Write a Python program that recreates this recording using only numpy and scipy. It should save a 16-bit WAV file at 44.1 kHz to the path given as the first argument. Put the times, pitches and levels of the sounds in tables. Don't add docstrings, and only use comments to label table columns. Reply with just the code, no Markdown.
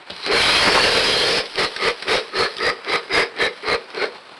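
import sys
import numpy as np
from scipy import signal
from scipy.fft import rfft, irfft
from scipy.io import wavfile
from scipy.ndimage import uniform_filter1d

SR = 44100
rng = np.random.default_rng(int(sys.argv[2]) if len(sys.argv) > 2 else 0)


def pcm_store(signal):
    levels = np.round(np.clip(np.atleast_2d(signal), -1, 1) * 32767)
    wavfile.write(sys.argv[1], SR, levels.astype(np.int16).T)


def invert_db(x):
    u = np.asarray(x, float) / 20
    return 10 ** u


N = 193819

# (time [s], throat [dB], windpipe over throat [dB], mouth over throat [dB], windpipe ring [Hz])
LONG_BREATH = [
    (.235, -38.5, -15, 4, 420),
    (.294, -24.5, 3, -8.5, 410),
    (.35, -16, -2, -2.5, 432),
    (.42, -14.5, -23.5, 3.5, 435),
    (.635, -14, -8.5, 1, 515),
    (.7, -16, -6.5, -1, 430),
    (.82, -16, -5.5, 2.5, 470),
    (1.389, -22, -0.5, 4.5, 460),
    (1.44, -37.5, 3, -6, 445),
]
# (start [s], rise [s], hold [s], throat top [dB], mouth over throat [dB])
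BEGGING_PANTS = [
    (1.566, 0.021, 0.055, -20.5, 1),
    (1.794, 0.074, 0.021, -20, -1.5),
    (2.067, 0.028, 0.079, -18, -1),
    (2.336, 0.058, 0.053, -20, -3),
    (2.604, 0.063, 0.025, -23, -2),
    (2.869, 0.083, 0.0054, -19, -7),
    (3.109, 0.049, 0.066, -18, -5),
    (3.374, 0.049, 0.036, -21.5, -7.5),
    (3.646, 0.071, 0.025, -20.5, -9.5),
    (3.947, 0.09, 0.0076, -22.5, -9.5),
]
# (time [s], throat [dB], mouth over throat [dB])
INDRAWN_AIR = [(0, -49, -12), (.15, -42.5, 1.5), (1.5, -42, 5.5), (1.75, -40, 5), (2.0, -41, 1.5),
               (2.3, -43, 1.5), (2.56, -43.5, 6), (2.8, -43, -6), (3.04, -44, 1), (3.33, -45.5, -8),
               (3.56, -44.5, 3), (3.87, -46.5, -2), (4.1, -48, -1), (4.4, -61, 6.5)]
# (time [s], first ring [Hz], second ring [Hz], both over plain hiss [dB], third ring [dB])
NECK_POSTURES = [(.25, 1590, 2310, -9, 3), (.42, 1523, 2270, 5.5, 7.5), (.55, 1454, 2520, 2.5, 8),
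                 (.7, 1660, 2730, -2, -5), (0.819, 1698, 2770, 9.5, -3), (0.971, 1540, 2585, 2, -0.5),
                 (1.16, 1754, 2310, 3, 8), (1.36, 1795, 2304, 3.5, -14), (1.62, 1215, 1970, 7, 0),
                 (1.86, 1204, 2056, 10, 4.5), (2.13, 1220, 2050, 1.5, -1.5), (2.41, 1244, 1740, 11, -1),
                 (2.67, 1240, 1873, 17.5, -1), (2.93, 1225, 2062, 10, 5), (3.19, 1694, 2076, 10, 1),
                 (3.44, 1800, 2067, 14, 10), (3.72, 1220, 2080, 7.5, 5), (4.03, 1500, 2160, 7.5, 5)]
# (time [s], lower ring [Hz], level [dB], upper ring [Hz], level [dB])
BEAK_POSTURES = [(.2, 4100, 12, 5500, -6), (.36, 4200, 8.5, 5030, 1), (.47, 3913, 7.5, 5040, -1),
                 (.56, 4023, 9.5, 4940, 5), (.65, 4480, 7.5, 4910, 7), (.74, 4450, 5, 5350, 6.5),
                 (.85, 4415, 5, 5230, 2.5), (0.969, 3914, 8, 4790, 2), (1.07, 3960, 4.5, 4930, 10),
                 (1.179, 4140, 9.5, 4740, 2.5), (1.33, 4440, 3, 5126, 7.5), (1.62, 4170, 7.5, 5170, 1),
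                 (1.86, 4350, 4.6, 5530, -2), (2.13, 3770, 4, 5440, 2), (2.41, 4270, 12, 5000, 0),
                 (2.67, 3940, 5.5, 4837, 12), (2.93, 3900, 8.5, 4900, 10), (3.19, 3745, 8.5, 4930, 10.5),
                 (3.44, 3900, 13, 5260, -7), (3.72, 4150, 12.5, 4620, 6), (4.03, 3840, 8, 4170, 14)]
AIRWAY_WIDTHS = [73.6, 140, 167, 235, 192]
# (time [s], peak [dB], ring [Hz], low part [dB], length [s])
CLACKS = [(0.0993, -32.5, 3030, 7.5, 0.0081), (0.105, -29, 3950, -24, 0.0025),
          (0.164, -31, 4150, -26, 0.0044), (0.222, -37, 4100, -13, 0.0021),
          (0.263, -13, 1820, -2.5, 0.0026), (1.456, -28, 3580, -18, 0.0053),
          (1.5564, -21, 4250, -22, 0.003), (1.763, -21, 1690, -44, 0.0058),
          (2.0238, -21.5, 1940, -15, 0.0059), (2.055, -47, 2100, -8, 0.0026),
          (2.5676, -22, 4300, -7, 0.0028), (2.583, -26, 3220, -18, 0.003), (2.603, -18, 1670, 2, 0.0012),
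          (2.847, -28, 1900, -31, 0.0021), (3.08, -37, 1910, 3, 0.0023), (3.364, -32, 2100, -30, 0.003),
          (3.388, -23, 1770, -13, 0.0017), (3.626, -36, 1640, 1, 0.0041), (3.9025, -33, 1600, -23, 0.0041),
          (3.947, -23, 3830, -13, 0.0017), (4.055, -27, 1950, 0, 0.0032), (4.148, -38, 2120, -1, 0.0022)]
# (time [s], level [dB], centre [Hz], length [s])
THUDS = [
    (.1, -48, 131, 0.063),
    (0.114, -34.5, 344, 0.009),
    (0.661, -9, 900, 0.0034),
    (0.671, -2, 564, 0.0057),
    (0.679, -7, 920, 0.0098),
    (0.75, -5, 1290, 0.009),
    (0.752, -14.5, 627, 0.013),
    (0.768, -16, 600, 0.0087),
    (0.775, -7, 710, 0.0067),
]
# (pitch [Hz], time to die by 60 dB [s])
SHED_DECAY = [(200, 0.32), (1000, 0.11), (4000, 0.16), (10000, 0.13)]
# (pitch [Hz], level per Hz [dB])
WASH_COLOUR = [(30, -28), (150, -5.5), (400, 2), (1000, 4.5), (2000, -1), (4600, -7), (5500, -19.5),
               (6900, -27.5), (8000, -20.5), (10300, -27), (11900, -43)]
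# (pitch [Hz], gain [dB])
MIC_HOLE = [(100, -14), (200, -1), (350, 0.5), (1500, 0.5), (5000, 3), (5500, -5), (6100, -15), (7000, -28),
            (7800, -14.5), (10300, -16), (11300, -25), (11900, -35)]
# (pitch [Hz], gain [dB])
TREBLE_LIFT = [(300, -18.5), (1500, -6), (4000, 2.5), (9000, 2)]
# (pitch [Hz], gain [dB])
HASH_COLOUR = [(8, -48), (22, 3.5), (200, 3.5), (600, 5.5), (3000, -8), (5500, -9), (7000, -11.5),
               (10300, -9), (11300, -16.5), (11900, -35)]

LEAD_S, LEAD_DB, START_DB, RISE_CURVE = .03, -32.5, -12.5, 0.99
FALL_S, FALL_DB, TAIL_S, TAIL_DB = 0.041, -18, 0.086, -38.5
PIPE_TOP_DB, PIPE_RISE_FOLLOW, PIPE_FALL_FOLLOW = -22, 0.88, 0.81
PIPE_START_HZ, PIPE_TOP_HZ, PIPE_END_HZ = 397, 464, 445
MOUTH_RISE_FOLLOW, MOUTH_FALL_FOLLOW = 0.62, 0.98
BEAK_OPENS_S, BEAK_SHUT_DB = 0.018, -13
AIR_DB = -12.5
QUIET_AIR_DB, QUIET_PIPE_DB = -2, -16.5
GUST_DB, GUST_S, RING_FLICKER_DB = .9, .03, 2.0
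SECOND_RING_DB, THIRD_RING_HZ = -2.5, 3205
WASH_DB = -42.5


def evened(x):
    return x / np.sqrt(np.mean(x ** 2) + 1e-20)


def read(points, hz):
    f, value = np.transpose(points)
    return np.interp(np.log(hz + 1), np.log(f + 1), value)


def colour(x, points):
    gain = invert_db(read(points, np.fft.rfftfreq(len(x), 1 / SR)))
    return irfft(rfft(x) * gain, len(x))


def band(x, lo_hz, hi_hz, order=2):
    sos = signal.butter(order, [lo_hz, hi_hz], "band", fs=SR, output="sos")
    return signal.sosfilt(sos, x)


def resonate(x, hz, width):
    turn = np.exp(2j * np.pi * np.cumsum(hz * np.ones(len(x))) / SR)
    r = np.exp(-np.pi * width / SR)
    smooth = signal.lfilter([1 - r], [1, -r], x / turn)
    return 2 * (turn * smooth).real


def drift(seconds):
    size = int(seconds * SR)
    return evened(uniform_filter1d(uniform_filter1d(rng.standard_normal(N), size), size))


def hiss():
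    t = np.arange(N) / SR
    (throat_gain, pipe_gain, mouth_gain, air_gain), pipe_hz = airflow(t)
    gusts = invert_db(2.0 * drift(0.0018) + GUST_DB * drift(GUST_S))
    air, eddies = rng.standard_normal((2, N)) * gusts

    pipe_ring = resonate(resonate(air, pipe_hz, 333), pipe_hz, 120)
    pipe = evened(pipe_ring) + 0.062 * evened(band(air, 159, 303))

    effort = np.clip((20 * np.log10(throat_gain + 1e-9) + 50) / 22, .5, 1)
    airway = 1.43 * eddies
    for (hz, db), width in zip(rings(t), AIRWAY_WIDTHS):
        hz = hz * (1 + 0.0072 * drift(0.022))
        strength = effort * invert_db(db + 3 + RING_FLICKER_DB * drift(0.031))
        airway = airway + strength * resonate(resonate(air, hz, 3 * width), hz, width)
    airway = band(airway, 680, 9800)

    throat = colour(airway, [(2400, 0), (3300, -30)])
    sound = throat_gain * evened(throat) + mouth_gain * evened(airway - throat)
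    return sound + pipe_gain * pipe + air_gain * evened(band(air, 9200, 13700))


def airflow(t):
    s, *columns = np.transpose(LONG_BREATH)
    db, pipe_db, mouth_db, hz = (np.interp(t, s, c) for c in columns)
    outside_s = np.maximum(np.maximum(s[0] - t, t - s[-1]), 0)
    db = db - 300 * outside_s
    long_gains = invert_db([db, db + pipe_db, db + mouth_db, db + mouth_db + AIR_DB])
    parts = [(long_gains, hz)] + [pant(t, *row) for row in BEGGING_PANTS]

    s, db, mouth_db = np.transpose(INDRAWN_AIR)
    db = np.interp(t, s, db, left=-90, right=-90)
    mouth_db = np.interp(t, s, mouth_db)
    quiet = invert_db([db, db + QUIET_PIPE_DB, db + mouth_db, db + mouth_db + QUIET_AIR_DB])

    gains = np.sqrt(sum(g ** 2 for g, _ in parts) + quiet ** 2)
    pipe_power = sum(g[1] ** 2 for g, _ in parts)
    return gains, sum(g[1] ** 2 * hz for g, hz in parts) / pipe_power


def pant(t, start, rise, hold, top_db, mouth_db):
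    top, end = start + rise, start + rise + hold
    s = [start - 1, start - LEAD_S, start, top, end, end + FALL_S, end + FALL_S + TAIL_S, end + 1]
    flow_db = np.interp(t, s, [-900, LEAD_DB, START_DB, 0, 0, FALL_DB, TAIL_DB, -300])
    climb_db = START_DB * np.clip((top - t) / rise, 0, 1) ** RISE_CURVE
    flow_db = np.where((t > start) & (t < top), climb_db, flow_db)

    pipe_db = PIPE_TOP_DB + np.where(t < end, PIPE_RISE_FOLLOW, PIPE_FALL_FOLLOW) * flow_db
    mouth_db = top_db + mouth_db + np.where(t < end, MOUTH_RISE_FOLLOW, MOUTH_FALL_FOLLOW) * flow_db
    mouth_db = mouth_db + np.interp(t, [start, start + BEAK_OPENS_S], [BEAK_SHUT_DB, 0])
    hz = np.interp(t, [start, end, end + FALL_S], [PIPE_START_HZ, PIPE_TOP_HZ, PIPE_END_HZ])
    return invert_db([top_db + flow_db, pipe_db, mouth_db, mouth_db + AIR_DB]), hz


def rings(t):
    s, *neck = np.transpose(NECK_POSTURES)
    first, second, neck_db, third_db = (held(t, s, c) for c in neck)
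    s, *beak = np.transpose(BEAK_POSTURES)
    lower, lower_db, upper, upper_db = (held(t, s, c) for c in beak)
    return [(first, neck_db), (second, neck_db + SECOND_RING_DB), (THIRD_RING_HZ, third_db),
            (lower, lower_db), (upper, upper_db)]


def held(t, s, value, ease_s=.07):
    nearest = np.searchsorted((s[1:] + s[:-1]) / 2, t)
    return uniform_filter1d(value[nearest], int(ease_s * SR))


def ticks():
    size = 2000
    out, t = np.zeros(N + size), np.arange(size) / SR
    cracks = rng.standard_normal((len(CLACKS), size))
    for (s, db, hz, low_db, length), crack in zip(CLACKS, cracks):
        shape = (1 - np.exp(-t / 0.00024)) * np.exp(-(t / max(length, .0005)) ** 2.2)
        tone = 1.16 * evened(resonate(crack, hz, 530))
        tone = tone + evened(band(crack, 1940, 5500)) + evened(band(crack, 4200, 10200))
        tone = tone + invert_db(low_db) * evened(band(crack, 170, 2100))
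        out[round(s * SR):][:size] += invert_db(db - 2.5) * shape * tone
    return out[:N]


def flaps():
    size = 5000
    out, t = np.zeros(N + size), np.arange(size) / SR
    noises = rng.standard_normal((len(THUDS), 2, size))
    for (s, db, hz, length), (puff, lumps) in zip(THUDS, noises):
        lumpy = puff * invert_db(3 * evened(uniform_filter1d(lumps, 120)))
        shape = (1 - np.exp(-t / 0.00052)) * np.exp(-t / length)
        out[round(s * SR):][:size] += invert_db(db) * shape * evened(band(lumpy, hz / 2, hz * 2))
    return out[:N]


def shed(x):
    taps = np.zeros(SR // 2)
    at = np.arange(200, len(taps) - 20, 20)
    taps[at + rng.integers(0, 20, len(at))] = rng.choice([-1., 1.], len(at))
    hz, t, z = signal.stft(taps, SR, nperseg=256)
    decay = invert_db(-60 * t / read(SHED_DECAY, hz)[:, None])
    tail = signal.istft(z * decay, SR, nperseg=256)[1]
    return signal.fftconvolve(x, tail / np.linalg.norm(tail))[:N]


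def outdoor_wash():
    rustle = invert_db(1.9 * drift(0.0094) + .6 * drift(0.041))
    return invert_db(WASH_DB) * evened(colour(rng.standard_normal(N) * rustle, WASH_COLOUR))


def scene():
    breath, clacks, thuds = hiss(), ticks(), flaps()
    echoes = shed(invert_db(-12) * breath + invert_db(-5.0) * clacks + invert_db(-9) * thuds)
    near = colour(breath + clacks + echoes, MIC_HOLE)
    return np.tile(near + thuds + outdoor_wash(), (2, 1))


def roll_off(x):
    return signal.sosfilt(signal.butter(12, 12270, fs=SR, output="sos"), x)


def record(dry):
    hot = colour(dry[0], TREBLE_LIFT)
    cut_off = np.clip(hot, -invert_db(-18.0), invert_db(-15.5)) - hot
    mono = dry[0] + invert_db(5.5) * colour(cut_off, HASH_COLOUR)
    lag = np.exp(-1j * 9 * np.sqrt(np.fft.rfftfreq(N, 1 / SR) / 1000))
    mono = irfft(rfft(np.roll(mono, -SR // 2000)) * lag, N)
    top_limit = signal.firwin(511, 12050, window=("kaiser", 9), fs=SR)
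    mono = signal.oaconvolve(mono, top_limit, "same")
    return roll_off(np.tile(mono, (2, 1)))


dry = scene()
out = record(dry)
pcm_store(out)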